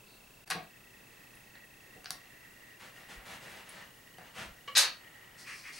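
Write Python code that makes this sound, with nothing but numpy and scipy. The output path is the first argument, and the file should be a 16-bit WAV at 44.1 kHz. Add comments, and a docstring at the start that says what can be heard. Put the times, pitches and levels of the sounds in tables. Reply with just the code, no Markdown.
"""A small, quiet room, where a hardcover book is handled on a wooden table. Fingertips brush the cover,
the book lands with a knock and a soft thump, nails tick and a hand slides across. The book tips with a
hollow knock, its edge slips in one sharp, rasping scrape, then a sleeve rubs back and forth.
Hits are short runs of tiny catches that ring wood and cover; rubs are swells of grainy friction noise.
Underneath, a camera's works chirr and whine faintly, with a thin, steady whistle."""
import sys
import numpy as np
from scipy import signal
from scipy.fft import rfft, irfft, next_fast_len
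from scipy.io import wavfile

SR = 44100
rng = np.random.default_rng(int(sys.argv[2]) if len(sys.argv) > 2 else 0)


def persist_wave(psi):
    """Save psi, clipped to +-1, as 16-bit WAV."""
    counts = np.round(np.clip(psi, -1, 1) * 32767).astype(np.int16)
    wavfile.write(sys.argv[1], SR, np.atleast_2d(counts).T)


N = 255368
TIME = np.arange(N) / SR
FFT_SIZE = next_fast_len(N + SR, True)
FREQ = np.maximum(np.arange(FFT_SIZE // 2 + 1) * SR / FFT_SIZE, 1)

# Hard taps of book and fingers on the table. Each row: start in seconds, knock level in dB,
# click level in dB, top of the click in Hz, contact time of the click in ms.
TAPS = [(.474, -34.5, -36, 12000, 7.8), (0.5007, -16.5, -18, 12500, 4.9), (.5085, -13.5, -16.5, 12500, 4.9),
        (.515, -13, -33, 5530, 7.2), (1.55, -35, -60, 5000, 7.2), (2.044, -36, -36, 9000, 1.3),
        (2.0576, -25.5, -29, 6070, 2.1), (2.1059, -23, -15.5, 15500, 1.4), (2.257, -40, -69, 5000, 2.2),
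        (4.1825, -45.5, -44, 9900, 2.5)]
# Soft landings of book and hand. Each row: start in seconds, level in dB, top in Hz, contact time in ms.
THUMPS = [(.510, -26, 800, 21), (.546, -23, 402, 15.2), (.556, -25, 1010, 16), (.577, -27, 800, 8.6),
          (1.955, -31.5, 463, 21), (2.108, -30, 1190, 3.4), (4.183, -30.5, 1790, 5.5)]
# Nails on the cover. Each row: start in seconds, level in dB, band centre in Hz, contact time in ms.
NAIL_TICKS = [(1.352, -41, 9900, 4.9), (1.648, -42, 12700, 4), (3.69, -31.5, 9600, 10)]
# The book's moves. Each row: start in seconds, level in dB, low and high band edges in Hz,
# contact time in ms, room send in dB.
SCRAPE_SLIPS = [(4.751, -13, 1440, 5400, 7.2, 7.5), (4.761, -10, 1080, 5800, 11.5, 8),
                (4.768, -4.5, 543, 11200, 8.4, -4), (4.777, -2, 3370, 11600, 6.7, -0.5),
                (4.795, -7, 1000, 9400, 29.6, -2.5), (4.825, -8, 580, 4700, 24, -5.5)]
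TIPPING_HITS = [(4.675, -22.5, 449, 3460, 13, 0.5)]
ROCKING_BUMPS = [(3.15, -19, 24.78, 49.6, 50, 0), (4.385, -20, 129, 225, 45, -5),
                 (4.45, -20, 25, 59, 37, 0)]  # played dry, without the send

# What rings when hit. Each row: mode frequency in Hz, width in Hz, gain in dB.
WOOD_MODES = [(163, 22, 11), (492, 32, 2.5), (747, 57, 16), (1150, 91, -1), (1640, 150, 5), (2100, 430, -1),
              (2800, 73, 0), (4130, 690, 10)]  # book and table together
COVER_MODES = [(4630, 360, 9.5), (5700, 350, -0.5), (8600, 210, -1), (10500, 600, 2.5)]
EDGE_MODES = [(515, 31, 8), (1680, 50, 7), (2330, 53, 2), (2600, 210, 2), (3860, 60, 11), (4020, 51, 9),
              (4230, 64, 3), (4446, 98, 14), (4660, 35, 4), (5160, 90, 3), (6100, 57, 5), (6360, 94, 10)]
HOLLOW_MODES = [(500, 35, 10.5), (1140, 53, 12), (1700, 60, 6), (2250, 45, 9), (2870, 90, 11),
                (3030, 90, 6), (4060, 80, -1)]

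# Rubbing gestures. Each row: start, rise and hold in seconds, level in dB, top edge in Hz.
FINGERTIP_BRUSHES = [(0.052, 0.024, 0.084, -68.5, 15000)]
HAND_STROKES = [(2.783, 0.022, 0.062, -53.5, 13000), (2.94, 0.026, 0.048, -57, 15000),
                (3.072, 0.027, 0.026, -49.5, 13000), (3.169, 0.018, .06, -57, 3000),
                (3.244, 0.026, 0.073, -48.5, 15000), (3.38, 0.055, 0.17, -52.5, 15000),
                (3.65, .025, 0.086, -54.5, 12000), (3.747, 0.019, 0.054, -53.5, 7040),
                (4.189, 0.0072, .025, -54, 2200), (4.235, 0.016, 0.02, -58, 8000),
                (4.318, 0.083, 0.021, -44, 11000), (4.944, .05, 0.44, -63.5, 3430)]
SLEEVE_SWISHES = [(5.43, 0.069, .025, -45.5, 9000), (5.621, 0.043, .02, -47.5, 9050),
                  (5.753, 0.024, .03, -54.5, 9000)]
SLEEVE_HISSES = [(5.364, 0.031, 0.011, -54.5, 15000), (5.453, 0.023, 0.12, -55.5, 15000),
                 (5.638, 0.017, 0.018, -57.5, 15000), (5.719, .012, .06, -54, 15000)]
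# The tone of each rub. Each row: frequency in Hz, gain in dB.
BRUSH_COLOUR = [(2800, -33), (3800, 3), (4400, 5), (5500, -18), (9000, -7), (13000, -22)]
HAND_COLOUR = [(80, -1), (125, -1), (170, 0.5), (270, -3), (370, -5), (520, 0), (950, -0.5), (1700, 0.5),
               (3000, -3.5), (5000, -11.5), (9500, -15.5), (15000, -19)]
SWISH_COLOUR = [(700, -30), (1100, -5.5), (1400, -8.5), (1900, 1), (2400, 2.5), (3000, -11.5), (4500, -30)]
HISS_COLOUR = [(2500, -10.5), (3800, -7.5), (4500, -0.5), (5600, -1.5), (6700, -8.5), (8800, -7),
               (11500, -14), (14000, -26)]

# The room's decay. Each row: frequency in Hz, time to fall 60 dB in seconds.
ROOM_T60 = [(100, 0.27), (700, 0.34), (2000, 0.3), (4200, 0.28), (7000, 0.18), (14000, 0.19)]
# Stereo width. Each row: frequency in Hz, gain of the side signal in dB.
STEREO_WIDTH = [(60, -25), (150, -17), (400, -6.5), (1000, -2.5), (2400, -5.5), (4500, -3.5), (8000, -9),
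                (12000, -57)]
# The tone of the microphone and of the noise floor. Each row: frequency in Hz, gain in dB.
MIC_COLOUR = [(1000, -1.5), (11000, 1), (13000, -2), (15000, -14)]
FLOOR_COLOUR = [(20, -6), (45, 1), (80, -5.5), (130, 0.5), (220, -2), (400, -5), (1000, -10), (2500, -11),
                (4500, -16), (10000, -16.5), (15500, -18.5)]
# The drift of the camera's works. Each row: time in seconds, chirp pitch in Hz,
# chirp position within the frame in seconds, motor whine level in dB.
CAMERA_DRIFT = [(.42, 2660, 0.0078, -88), (.75, 2630, 0.0066, -67), (1.8, 2647, 0.0061, -63),
                (2.5, 2740, 0.0056, -61), (4, 2860, .005, -64), (5.1, 2892, .007, -62),
                (5.79, 2860, .008, -63)]


def wood_knocks(knock_band_hz=(850, 2820), stretch=1.3, thump_low_hz=138):
    """Taps knock the wood, which gives way for longer than the click lasts; soft landings thump lower."""
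    knocks = [(s, db, *knock_band_hz, ms * stretch, -0.5) for s, db, _, _, ms in TAPS]
    thumps = [(s, db, thump_low_hz, top_hz, ms, 0.5) for s, db, top_hz, ms in THUMPS]
    return struck(knocks + thumps, WOOD_MODES, crack_db=3, ring_db=-2.5, wet_db=-2, grain_db=4.5)


def cover_clicks(click_low_hz=4560, tick_spread=1.17):
    """The hard cover clicks brightly at each tap; a nail gives only a narrow, high tick."""
    clicks = [(s, db, click_low_hz, top_hz, ms, -4) for s, _, db, top_hz, ms in TAPS]
    ticks = [(s, db, hz / tick_spread, hz * tick_spread, ms, -2) for s, db, hz, ms in NAIL_TICKS]
    return struck(clicks + ticks, COVER_MODES, crack_db=1.5, ring_db=4, wet_db=-1.5, grain_db=-1.5)


def edge_scrape():
    """A quick run of slips rings the scraped edge and blurs into one rasp."""
    return struck(SCRAPE_SLIPS, EDGE_MODES, crack_db=3.5, ring_db=-1.5, wet_db=3.5, grain_db=3.5)


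def tipping_knock():
    """The book tips and rings hollow."""
    return struck(TIPPING_HITS, HOLLOW_MODES, crack_db=0.5, ring_db=4.5, wet_db=-2, grain_db=3.5)


def rocking_bumps():
    """The book rocks under the hand in low, dry bumps."""
    direct, _ = contacts(ROCKING_BUMPS, grain_db=5.5)
    return direct


def struck(hits, modes, crack_db, ring_db, wet_db, grain_db):
    """Contacts sound as a bare crack and through the modes of the body, then in the room."""
    ring = sum(undb(db) * resonance(hz, width) for hz, width, db in modes)
    body = undb(crack_db) + undb(ring_db) * ring
    direct, send = filtered(contacts(hits, grain_db), body)
    return direct + undb(wet_db) * room_tail(send)


def contacts(hits, grain_db, rise_share=0.15):
    """Each contact is a short run of tiny catches; returns the direct sound and the room send."""
    direct, send = np.zeros((2, N))
    t = TIME[:SR // 4]
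    for start, db, low_hz, high_hz, contact_ms, send_db in hits:
        age = t * 1000 / contact_ms
        envelope = np.exp(-age ** 2) * (1 - np.exp(-age / rise_share))
        hit = band(grain_burst(envelope, grain_db), low_hz, high_hz)
        hit = hit * undb(db) / np.linalg.norm(hit)
        at = slice(int(start * SR), int(start * SR) + len(t))
        direct[at] += hit
        send[at] += hit * undb(send_db)
    return np.array([direct, send])


def grain_burst(envelope, grain_db):
    """Uneven grains under an envelope, their energy spread evenly over all frequencies."""
    noise, spread = rng.standard_normal((2, len(envelope)))
    sizes = undb(grain_db * np.clip(spread, -2, 2)) * envelope
    grains = noise * sizes
    for _ in range(4):
        whitened = irfft(np.exp(1j * np.angle(rfft(grains))), len(grains))
        grains = np.sign(whitened) * sizes
    return grains


def hand_slides():
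    """Fingertips brush the cover lightly; later the hand slides over it with a fuller rub."""
    brush = stroked(friction(BRUSH_COLOUR, grain_db=3, stutter_db=0), FINGERTIP_BRUSHES, release_s=0.015)
    slide = stroked(friction(HAND_COLOUR, grain_db=5, stutter_db=0.7), HAND_STROKES, release_s=0.033)
    return brush + slide


def sleeve_rubs():
    """The sleeve swishes forward and hisses as it drags."""
    swish = stroked(friction(SWISH_COLOUR, grain_db=4.5, stutter_db=1), SLEEVE_SWISHES, release_s=0.027)
    hiss = stroked(friction(HISS_COLOUR, grain_db=6, stutter_db=1.4), SLEEVE_HISSES, release_s=0.05)
    return swish + hiss


def friction(colour, grain_db, stutter_db):
    """Fibres catch and let go in dense, uneven grains; the pressure stutters."""
    grains = rng.standard_normal(N) * undb(grain_db * np.minimum(rng.standard_normal(N), 2))
    return unit_rms(coloured(grains, colour)) * undb(stutter_db * wander(70))


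def stroked(texture, strokes, release_s):
    """Each stroke speeds up, holds and dies away, with its own level and brightness."""
    out = np.zeros(N)
    for start, rise_s, hold_s, db, top_hz in strokes:
        at = slice(int(start * SR), int(start * SR) + SR)
        age = TIME[at] - start
        attack = np.sin(np.pi / 2 * np.minimum(age / rise_s, 1)) ** 2
        release = np.exp(-np.maximum(age - rise_s - hold_s, 0) / release_s)
        patch = np.roll(texture, rng.integers(N))[at]
        out[at] += band(patch * attack * release, 29, top_hz) * undb(db)
    return out


def room_tail(send, build_s=0.0035, side_db=-2):
    """Dense reflections build up at once and die sooner in the treble."""
    t = TIME[:SR * 2 // 3]
    hz = np.maximum(np.arange(len(t) // 2 + 1) * SR / len(t), 1)
    longest = max(t60 for _, t60 in ROOM_T60)
    envelope = np.exp(-np.log(1000) * t / longest) * (1 - np.exp(-t / build_s))
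    spectrum = rfft([grain_burst(envelope, grain_db=0) for _ in range(2)])
    tail = 0
    for band_hz, t60 in ROOM_T60:
        band_share = curve_at([(f, f == band_hz) for f, _ in ROOM_T60], hz)
        extra_fade = np.exp(-np.log(1000) * t * (1 / t60 - 1 / longest))
        tail = tail + irfft(spectrum * band_share, len(t)) * extra_fade
    mid, side = signal.fftconvolve(send[None], unit_rms(tail) / np.sqrt(len(t)), axes=1)[:, :N]
    return stereo(mid, undb(side_db) * side)


def camera_works(frame_hz=29.97, whistle_hz=15734.3):
    """The bed: a chirp once per frame, motor whine, hiss, a line-scan whistle and a low hum."""
    times, *columns = np.transpose(CAMERA_DRIFT)
    pitch_hz, chirp_at_s, whine_db = [np.interp(TIME, times, column) for column in columns]
    chirr = frame_chirps(pitch_hz, from_peak_s=TIME % (1 / frame_hz) - chirp_at_s)
    whistle = undb(-67) * np.sin(2 * np.pi * whistle_hz * TIME)
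    hum = undb(-72) * np.sin(2 * np.pi * 4 * frame_hz * TIME + wander(3.5))
    return chirr + stereo(*(motor_whine(whine_db) + noise_floor())) + whistle + hum


def frame_chirps(pitch_hz, from_peak_s, half_width_s=0.0045):
    """Tiny chirps; at higher pitch they turn from falling to rising and grow weaker and less steady."""
    climb = (pitch_hz - pitch_hz.min()) / np.ptp(pitch_hz)
    waver_hz = 80 * (0.2846 + climb) * wander(60)
    sweep_hz = 140 * (2 * climb - 0.6) * np.clip(from_peak_s / half_width_s, -2, 2)
    tone = np.sin(2 * np.pi * np.cumsum(pitch_hz + waver_hz + sweep_hz) / SR)
    envelope = np.exp(-(from_peak_s / half_width_s) ** 2)
    level_db = -55 + climb * (2.1 * wander(27) - 3)
    return tone * envelope * undb(level_db)


def motor_whine(level_db, centre_hz=1900):
    """The motor sings as a narrow peak of noise on a wider skirt, wavering in level."""
    peak = resonance(centre_hz, width_hz=170) ** 2
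    skirt = undb(-9) * resonance(centre_hz, width_hz=420)
    whine = unit_rms(filtered(rng.standard_normal((2, N)), peak + skirt))
    return whine * undb(level_db + 2.5 * wander(25))


def noise_floor(level_db=-59.5):
    """A faint, nearly steady hiss with a warm low end."""
    hiss = unit_rms(coloured(rng.standard_normal((2, N)), FLOOR_COLOUR))
    return hiss * undb(level_db + 0.5 * wander(4.3))


def stereo(mid, side):
    """Two close capsules: alike in the bass, apart in the mids."""
    side = coloured(side, STEREO_WIDTH)
    return np.array([mid + side, mid - side])


def undb(db):
    """Decibels to gain."""
    return 10 ** (np.asarray(db) / 20)


def unit_rms(x):
    """Scale to rms 1."""
    return x / np.sqrt(np.mean(x ** 2))


def curve_at(points, hz):
    """Read a curve on a log-frequency axis."""
    point_hz, values = np.transpose(points)
    return np.interp(np.log(hz), np.log(point_hz), values)


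def filtered(x, response):
    """Apply a frequency response."""
    return irfft(rfft(x, FFT_SIZE) * response, FFT_SIZE)[..., :N]


def coloured(x, colour):
    """Apply an EQ curve given in Hz and dB."""
    return filtered(x, undb(curve_at(colour, FREQ)))


def band(x, low_hz, high_hz):
    """Causal band-pass."""
    edges = np.clip([low_hz, max(high_hz, low_hz * 1.1)], 10, SR / 2 - 1000)
    return signal.sosfilt(signal.butter(2, edges, "band", fs=SR, output="sos"), x)


def resonance(hz, width_hz):
    """Response of one mode, gain 1 at its centre."""
    return 1 / (1 + 1j * (FREQ ** 2 - hz ** 2) / (FREQ * width_hz))


def wander(rate_hz):
    """Random modulation with a spread near 1."""
    knots = rng.standard_normal(1000)
    return np.interp(TIME * rate_hz, np.arange(len(knots)), knots)


def scene():
    """The handling sits a little left of the microphone, which dulls its top; the camera runs below."""
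    hits = edge_scrape() + rocking_bumps() + tipping_knock() + wood_knocks() + cover_clicks()
    rubs = hand_slides() + sleeve_rubs()
    handling = hits + rubs + undb(-2) * room_tail(rubs)
    pan_left = undb([[0.5], [-0.5]])
    return coloured(handling * pan_left, MIC_COLOUR) + camera_works()


def record(dry, dip_at_s=0.4525, dip_half_width_s=0.0068, dip_db=-21, top_hz=16000):
    """The level dips once, briefly, and a steep low-pass cuts the top."""
    dip = undb(dip_db * np.exp(-((TIME - dip_at_s) / dip_half_width_s) ** 2))
    low_pass = signal.ellip(10, 0.2, 70, top_hz, fs=SR, output="sos")
    return signal.sosfilt(low_pass, dry * dip)


dry = scene()
out = record(dry)
persist_wave(out)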